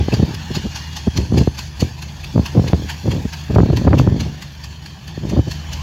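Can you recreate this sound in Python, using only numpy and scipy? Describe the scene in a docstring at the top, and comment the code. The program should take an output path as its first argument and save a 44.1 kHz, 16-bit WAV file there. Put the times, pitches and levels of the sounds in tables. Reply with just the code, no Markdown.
"""A diesel locomotive runs near a microphone in gusty wind, for almost six seconds.
At once there are low thuds, a droning exhaust and a hissing rush; soon a leak spits once per engine cycle.
Thin wheel tones sing early on. After 1.6 s the spits come slightly slower, and the gusts return in bursts.
The hardest thuds, near 3.6 s, drive a limiter; after a calmer spell, wheel tones and a last gust end the scene.
Shaped noise makes the hiss, rumble and wind; sine waves make the drone, whistles and wheel tones."""
import sys
import numpy as np
from scipy import signal
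from scipy.fft import rfft, irfft
from scipy.io import wavfile
from scipy.ndimage import uniform_filter1d, minimum_filter1d

SR = 44100
rng = np.random.default_rng(int(sys.argv[2]) if len(sys.argv) > 2 else 0)


def wav_record(signal):
    """Record a signal, one row per channel, as 16-bit PCM in the file named by sys.argv[1]."""
    frames = np.transpose(np.atleast_2d(signal))
    bounded = np.clip(frames, -1, 1)
    # unit amplitude maps onto the largest positive 16-bit level
    quanta = np.round(bounded * 32767).astype(np.int16)
    wavfile.write(sys.argv[1], SR, quanta)


N = 256662
T = np.arange(N) / SR  # time of each sample, s
HZ = np.fft.rfftfreq(N, 1 / SR)


def gain_of(db):
    """Turns decibels into an amplitude factor."""
    return 10 ** (np.asarray(db) / 20)


def evened(x):
    """Scales a sound to an average strength (rms) of 1."""
    return x / np.sqrt(np.mean(x ** 2) + 1e-20)


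def curves(rows):
    """Joins the points in each column of a table by straight lines in time."""
    s, *columns = np.transpose(rows)
    return [np.interp(T, s, column) for column in columns]


def noise(colour):
    """Makes noise of rms 1 whose spectrum follows points of (pitch_hz, level_db)."""
    hz, db = np.transpose(colour)
    spectrum_db = np.interp(np.log(HZ + 1), np.log(hz), db)
    return evened(irfft(rfft(rng.standard_normal(N)) * gain_of(spectrum_db), N))


def wander(rate_hz):
    """Makes a random motion of rms 1; a higher rate makes it quicker."""
    return evened(irfft(rfft(rng.standard_normal(N)) * np.exp(-(HZ / rate_hz) ** 2), N))


def patchy(x, depth_db):
    """Turbulent air lets small patches of time and frequency come through stronger or weaker."""
    z = signal.stft(x, nperseg=1024, noverlap=768)[2]
    patches = uniform_filter1d(rng.standard_normal(z.shape), size=5, axis=0)  # across frequency
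    patches = evened(uniform_filter1d(patches, size=12, axis=1))  # across time
    return signal.istft(z * gain_of(depth_db * patches), nperseg=1024, noverlap=768)[1][:N]


def brighten(x, treble_db, split_hz=4000):
    """Raises or lowers everything above the split by a curve."""
    body = irfft(rfft(x) / (1 + (HZ / split_hz) ** 6), N)
    return body + gain_of(treble_db) * (x - body)


def add(mix, s, sound):
    """Adds a sound to the mix from time s on, cutting off what falls outside."""
    start = round(s * SR)
    sound = sound[max(-start, 0):]
    part = mix[max(start, 0):][:len(sound)]
    part += sound[:len(part)]


def wind_response(hz, corner_hz, low_cut_hz=61, knee_hz=135, damping=1.38, top_hz=3500, boom_hz=122, boom=0.44):
    """Wind pressure falls off above a knee and faster above the corner; the low cut makes it ring and boom."""
    low_cut = signal.freqs(*signal.butter(5, 1, "high", analog=True), hz / low_cut_hz)[1]
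    s, b = 1j * hz / corner_hz, 1j * hz / boom_hz
    lift = 1 + boom * .5 * b / (1 + .5 * b + b ** 2)
    return lift * low_cut / (1 + 1j * hz / knee_hz) / (1 + damping * s + s ** 2) / (1 + 1j * hz / top_hz)


# a gust arrives at once, sags while it lasts, and dies away
GUST_ATTACK_DB_PER_S, GUST_SAG_DB, GUST_RELEASE_DB_PER_S = 1500, 3.5, 276


def gust_db(t, start, length, db):
    """Follows the strength of one gust at time t: attack, sagging hold, release."""
    early = np.maximum(start - t, 0)
    late = np.maximum(t - start - length, 0)
    sag_db = GUST_SAG_DB * np.clip((t - start) / length, 0, 1)
    return db - GUST_ATTACK_DB_PER_S * early - sag_db - GUST_RELEASE_DB_PER_S * late


# buffeting relative to its gust, between gusts, and the time over which it is smoothed
BREEZE_DB, CALM_DB, BREEZE_LAG_S = -0.5, -42, 0.037
# gusts at the microphone, also used by eddies(): start_s, length_s, relative strength_db, brightness_corner_hz
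GUSTS = [(0, 0.043, -27, 330), (0.175, 0.13, -22.5, 340), (.3, 0.057, -29, 400), (0.499, 0.15, -30.5, 340),
         (1.169, 0.053, -18.5, 327), (1.315, .12, -14.5, 360), (1.814, 0.029, -20, 377),
         (2.36, 0.018, -15, 473), (2.552, 0.12, -18, 453), (2.725, 0.11, -25.5, 400),
         (3.058, 0.13, -19, 394.5), (3.543, 0.29, -17, 380), (3.854, .27, -14, 332),
         (4.11, 0.13, -20.5, 330), (4.25, 0.076, -30.5, 338), (5.226, 0.17, -25, 430)]


def breeze():
    """Makes lumpy low buffeting: wind noise that swells with the gusts."""
    power = sum(gain_of(gust_db(T, start, length, db) + BREEZE_DB) ** 2 for start, length, db, _ in GUSTS)
    smooth_power = abs(uniform_filter1d(power, int(BREEZE_LAG_S * SR)))
    swell = np.sqrt(smooth_power + gain_of(CALM_DB) ** 2)
    flow = evened(irfft(rfft(rng.standard_normal(N)) * wind_response(HZ, corner_hz=245), N))
    return swell * evened(flow * gain_of(1.47 * wander(rate_hz=24)))


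EDDY_LEAD_S = .04  # room kept before the middle of an eddy


def eddy(db, spread_s, corner_hz):
    """Makes a short burst of random pressure on the microphone port."""
    size = 8192
    t, hz = np.arange(size) / SR - EDDY_LEAD_S, np.fft.rfftfreq(size, 1 / SR)
    z = rfft(rng.standard_normal(size) * np.exp(-(t / spread_s) ** 2 / 2))
    z /= np.sqrt(abs(uniform_filter1d(abs(z) ** 2, size=45)) + 1e-9)  # every eddy holds swirls of all sizes
    return gain_of(db - 9.0) * evened(irfft(z * wind_response(hz, corner_hz)))


# the small eddies that a gust sheds: how many, how long, and the largest random change of level
EDDIES_PER_S, EDDY_SPREAD_S, EDDY_SCATTER_DB = 44, .0028, 4.0
# thuds that stand out singly: middle_s, relative strength_db, spread_s, brightness_corner_hz
THUDS = [(.008, -16.5, 0.0032, 340), (.085, -16.5, 0.0025, 670), (.135, -10.5, 0.0089, 514),
         (0.1996, -13.5, 0.0044, 445), (.229, -9, 0.0036, 298), (.51, -21, 0.0051, 396),
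         (.57, -18.5, 0.0064, 348), (0.659, -17.5, 0.0073, 320), (1.0762, -11, 0.0034, 355),
         (1.377, -9.5, 0.0042, 425), (1.414, -9.5, 0.0086, 309), (1.4751, -10, .0011, 460),
         (1.8264, -12, 0.0024, 470), (2.379, -14.5, 0.0011, 695), (2.395, -11, 0.0019, 386),
         (2.574, -5.5, 0.0038, 343), (2.596, -11, .0022, 504), (2.7326, -6, .0008, 634),
         (2.7434, -13, 0.0027, 390), (3.08, -15.5, 0.0048, 560), (3.165, -19.5, 0.0023, 450),
         (3.254, -16, 0.0053, 299), (3.505, -16.5, 0.0065, 480), (3.563, -0.5, 0.0025, 830),
         (3.588, -8, 0.0048, 672), (3.604, -8, 0.0021, 430), (3.632, -6.5, 0.0026, 350),
         (3.703, -14.5, 0.0036, 619), (3.734, -14, 0.0035, 487), (3.852, -16, 0.0015, 426),
         (3.877, -6, 0.004, 916), (3.937, -10, 0.0073, 644), (3.9994, -12, 0.0029, 470),
         (4.076, -4, 0.0019, 420), (5.178, -23, 0.0014, 490), (5.331, -15, 0.01, 457),
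         (5.372, -10.5, 0.0058, 477), (5.392, -8.5, 0.0044, 373), (5.48, -19.5, 0.0067, 443)]


def eddies(colour_scatter=0.3):
    """Adds the hard thuds and the irregular train of smaller eddies that the gusts shed."""
    out = np.zeros(N)
    for s, *shape in THUDS:
        add(out, s - EDDY_LEAD_S, eddy(*shape))
    slots = np.arange(0, N / SR, 1 / EDDIES_PER_S)
    for slot, (late, strong, bright) in zip(slots, rng.uniform(-1, 1, (len(slots), 3))):
        s = slot + 0.397 * late / EDDIES_PER_S
        # the gust that is strongest at this moment sets level and brightness
        db, corner_hz = max((gust_db(s, start, length, db), hz) for start, length, db, hz in GUSTS)
        level_db = db + EDDY_SCATTER_DB * strong
        add(out, s - EDDY_LEAD_S, eddy(level_db, EDDY_SPREAD_S, corner_hz * np.exp(colour_scatter * bright)))
    return out


# sharp snaps where an eddy overloads the microphone: middle_s, peak_db, width_s (middle to peak)
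SNAPS = [(2.733, -12.5, 0.000081), (3.5855, -4, 0.00024), (3.6035, -10.5, 0.00017), (3.932, -8, 0.00014),
         (3.9408, -9, 0.00025), (3.998, -6.5, 0.00023), (4.0752, -8, .00022)]


def snaps():
    """Makes each snap from one quick swing of pressure down and up."""
    t, out = np.arange(-.003, .003, 1 / SR), np.zeros(N)
    for s, db, width in SNAPS:
        add(out, s + t[0], gain_of(db) * t / width * np.exp((1 - (t / width) ** 2) / 2))
    return out


def wind(crackle_db=-23):
    """Joins eddies, breeze and snaps; strong pressure also tears into a fine crackle."""
    pressure = eddies() + breeze()
    crackle_colour = [(300, -10.0), (800, 7.0), (1300, -15), (2500, -17.0), (4500, -28), (9000, -54)]  # Hz, dB
    crackle = np.tanh(pressure) ** 2 * noise(crackle_colour)
    return pressure + gain_of(crackle_db) * crackle + snaps()


# rush of machinery and wheels: time_s, relative level_db, extra_treble_db
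RUSH = [(0, -31.5, -4.5), (.9, -35.5, 1), (1.25, -39, -1), (1.9, -39.5, -3), (2.7, -37, -1),
        (3.55, -37, -5), (3.95, -36, -6.5), (4.5, -40.5, -3), (5.1, -39.5, -5.5), (5.45, -38, -1.5),
        (5.82, -36, -2)]
# its colour: pitch_hz, relative level_db
RUSH_COLOUR = [(250, 13), (500, -22), (800, 4), (1300, 0), (2100, 2.5), (2800, 2.5), (3900, 1.5), (4600, 2),
               (5400, 4.5), (6800, 4), (8100, -11), (9000, -17), (10500, -9.5), (15800, -11.5)]


def rush():
    """Makes the hiss of machinery and wheels from noise with a fine rattle in its level."""
    level_db, treble_db = curves(RUSH)
    hiss = noise(RUSH_COLOUR) * gain_of(level_db - 2.5 + 1.06 * wander(rate_hz=70))
    return brighten(patchy(hiss, depth_db=3.0), treble_db)


# faint singing of the wheel flanges: start_s, end_s, pitch_hz, level_db (at the top of the swell)
SQUEALS = [(.2, .6, 12180, -66), (.3, 1.05, 2850, -45.5), (.85, 1.26, 3280, -48.5), (.62, 1.85, 10700, -66),
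           (.85, 1.9, 10000, -64.5), (1.25, 1.7, 6180, -53), (2.4, 2.65, 10610, -64), (4.7, 5.5, 3040, -58),
           (5.3, 5.95, 3040, -47.5)]


def flanges(waver_hz=20, flutter_db=1.5):
    """Wheels rubbing on the curve ring in thin, unsteady tones."""
    out = np.zeros(N)
    for start, end, hz, db in SQUEALS:
        swell = np.sqrt(np.clip(4 * (T - start) * (end - T) / (end - start) ** 2, 0, 1))
        tone = np.sin(2 * np.pi * np.cumsum(hz + waver_hz * wander(rate_hz=63.4)) / SR)
        out += gain_of(db) * swell * evened(tone * gain_of(flutter_db * wander(rate_hz=32)))
    return out


FIRST_SPIT_S, FAST_CYCLE_S, SLOW_CYCLE_S, SLOWS_AT_S = .1427, .2069, .21816, 1.59


def engine_cycles():
    """Counts engine cycles from the first spit; the cycle slows once."""
    cycle_s = np.where(T < SLOWS_AT_S, FAST_CYCLE_S, SLOW_CYCLE_S)
    return np.cumsum(1 / cycle_s) / SR - FIRST_SPIT_S / FAST_CYCLE_S


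# exhaust drone: time_s, firing_rate_hz, relative fundamental_db, relative overtones_db (rumble follows these too)
DRONE = [(0, 77.5, -19.5, -37.5), (.35, 81.5, -34, -38.5), (.95, 76.2, -32.5, -39.5), (2.2, 75.7, -36, -38),
         (2.8, 75.9, -28.5, -37), (3.1, 75.4, -35, -42.5), (4.25, 77.2, -31, -34), (4.45, 74, -43, -41),
         (4.7, 75.8, -31.5, -43.5), (4.98, 76.5, -45, -45), (5.1, 77.6, -36, -40), (5.75, 75.5, -28, -34),
         (5.82, 75.5, -30, -40)]
# overtones of the drone: multiple (of the firing rate), relative level_db
OVERTONES = [(2, 9.5), (3, -16.5), (4, -25), (5, -48)]
# uneven rumble of the exhaust: pitch_hz, relative level_db
RUMBLE_COLOUR = [(15, -45), (35, -34), (55, 5.5), (80, -12.5), (100, -4), (135, 6), (165, -2), (200, -8),
                 (260, -18), (340, -17), (450, -25), (700, -19), (2000, -79)]


def exhaust():
    """Makes a firing tone, with overtones and a rumble that throb with the engine cycle."""
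    firing_hz, fundamental_db, overtone_db = curves(DRONE)
    turns = np.cumsum(firing_hz * (1 + .03 * wander(rate_hz=14))) / SR
    fundamental = evened(np.sin(2 * np.pi * turns) * gain_of(1.6 * wander(rate_hz=23)))
    overtones = np.zeros(N)
    for k, db in OVERTONES:
        tone = np.sin(2 * np.pi * (round(k) * turns + rng.random()))
        overtones += gain_of(db + 1.13 * wander(rate_hz=6)) * tone
    throb_db = 1.8 * np.cos(2 * np.pi * (engine_cycles() - .08))
    throbbing = gain_of(-0.5) * evened(overtones) + gain_of(3.4) * noise(RUMBLE_COLOUR)
    return gain_of(fundamental_db + 0.5) * fundamental + gain_of(overtone_db + throb_db) * throbbing


# brief whistles with the spits: middle_s, pitch_hz, level_db
WHISTLES = [(0.127, 2640, -23.5), (.566, 4900, -29), (1.806, 4660, -25), (2.244, 2610, -27.5),
            (2.46, 2610, -29), (2.901, 2900, -35), (3.989, 2680, -24), (4.642, 4740, -30.5)]


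def whistles(spread_s=0.0075, width_hz=130):
    """A spit can catch the edge of the leak and ring for a few milliseconds."""
    t, out = np.arange(-.04, .04, 1 / SR), np.zeros(N)
    for (s, hz, db), jitter in zip(WHISTLES, rng.standard_normal((len(WHISTLES), len(t)))):
        # phase drift widens the tone
        phase = np.cumsum(2 * np.pi * hz / SR + jitter * np.sqrt(2 * np.pi * width_hz / SR))
        add(out, s + t[0], gain_of(db) * np.exp(-(t / spread_s) ** 2) * np.sin(phase))
    return out


# spits open more softly while the engine runs fast
RISE_FAST_S, RISE_SLOW_S, SPIT_FALL_S = 0.0091, 0.0085, 0.0086
SPIT_SCATTER_DB, SPIT_LENGTH_SCATTER = 4.8, 0.51  # no two spits are quite alike
# each spit opens with a bright crack, just ahead of its peak
CRACK_DB, CRACK_LEAD_S, CRACK_FALL_S = -8.5, 0.0048, 0.0055
# the leak, which spits once per engine cycle: time_s, relative level_db, extra_treble_db
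LEAK = [(0, -31, 4.5), (1.4, -28.5, 5), (2.05, -31.5, 4), (2.65, -27.5, -5), (3.3, -31, -3.5),
        (3.8, -25.5, -1.5), (4.45, -34.5, 1.5), (4.9, -40.5, 3), (5.3, -30.5, 3), (5.82, -34, 6)]
# colour of a spit: pitch_hz, relative level_db
SPIT_COLOUR = [(200, -29), (500, -21), (900, 3), (1700, -3), (2700, 4.5), (3400, -2.5), (4500, 0.5),
               (6400, 0.5), (7200, -3.5), (8100, -15.5), (9000, -22), (10300, -14), (12500, -13.5),
               (15800, -22)]
# colour of the crack: pitch_hz, relative level_db
CRACK_COLOUR = [(2000, -27), (4500, 0), (7000, 0.5), (8100, -12), (9000, -13), (10300, -4), (15800, -9)]


def leak(tail_db=-11, tail_s=0.074, early_db=-15, early_s=0.036, late_db=-19, late_s=0.081, weak_s=0.0094):
    """One cylinder spits each cycle and the trees scatter a tail; two others puff weakly around it."""
    power, crack, cycles = np.zeros(N), np.zeros(N), engine_cycles()
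    level_db, treble_db = curves(LEAK)
    t = np.arange(-.08, .3, 1 / SR)  # time from the peak of a spit
    before, after = np.maximum(-t, 0), np.maximum(t, 0)
    tail = gain_of(tail_db) ** 2 * np.exp(-2 * after / tail_s)
    early_puff = gain_of(early_db) ** 2 * np.exp(-((t + early_s) / weak_s) ** 2)
    late_puff = gain_of(late_db) ** 2 * np.exp(-((t - late_s) / weak_s) ** 2)
    crack_shape = (t > 0) * np.exp(-2 * after / CRACK_FALL_S)
    times = np.interp(np.arange(cycles[-1]), cycles, T)
    for s, (strong, long) in zip(times, rng.uniform(-1, 1, (len(times), 2))):
        rise = np.exp(-2 * before / (RISE_FAST_S if s < SLOWS_AT_S else RISE_SLOW_S))
        fall = np.exp(-2 * after / (SPIT_FALL_S * np.exp(SPIT_LENGTH_SCATTER * long)))
        spit = gain_of(SPIT_SCATTER_DB * strong) ** 2 * rise * (fall + tail)
        add(power, s + t[0], spit + early_puff + late_puff)
        add(crack, s + t[0] - CRACK_LEAD_S, crack_shape)
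    # the square root turns power into amplitude
    jet = np.sqrt(power) * noise(SPIT_COLOUR) + gain_of(CRACK_DB) * np.sqrt(crack) * noise(CRACK_COLOUR)
    jet = jet * gain_of(level_db + .5 + 1.3 * wander(rate_hz=410))  # the jet rasps
    return patchy(brighten(jet, treble_db, split_hz=4400), depth_db=3.0)


# broad resonances that colour the hiss of leak and rush: pitch_hz, half_width_hz, relative lift_db
HUMPS = [(856, 360, 9.5), (1701, 245, 11), (2565, 410, 6), (3386, 430, 9), (4260, 206, 9.5), (4674, 264, 8),
         (5350, 120, 2.5), (6280, 960, 1.5)]


def resonant(x):
    """Passes the hiss through its broad resonances."""
    lift_db = sum(db * np.exp(-((HZ - hz) / width) ** 2) for hz, width, db in HUMPS)
    return irfft(rfft(x) * gain_of(lift_db - 4.5), N)


# level of the highest hiss, above about 6.6 kHz: time_s, extra_level_db
TOP_HISS = [(0, 0), (1, -3), (2, 1.5), (3.3, 5), (3.9, 1.5), (4.8, 2.5), (5.82, -1)]


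def scene():
    """Mixes the train with the wind at the microphone."""
    hiss = brighten(resonant(leak() + rush()), curves(TOP_HISS)[0], split_hz=6600)
    return (wind() + flanges() + exhaust() + whistles() + hiss)[None]


EDGE_HZ = 15850  # upper band limit


def record(dry):
    """A fast limiter holds the strongest thuds near full scale; then come a low cut and a band limit."""
    headroom = minimum_filter1d(1 / np.maximum(abs(dry), 1), size=500)
    limited = dry * uniform_filter1d(headroom, size=500)
    low_cut = HZ ** 6 / (HZ ** 6 + 38 ** 6)
    thinned = irfft(rfft(limited) * low_cut, N)
    band_limit = signal.firwin(511, EDGE_HZ, window=("kaiser", 9), fs=SR)
    return signal.oaconvolve(thinned, band_limit[None], "same")


dry = scene()
out = record(dry)
wav_record(out)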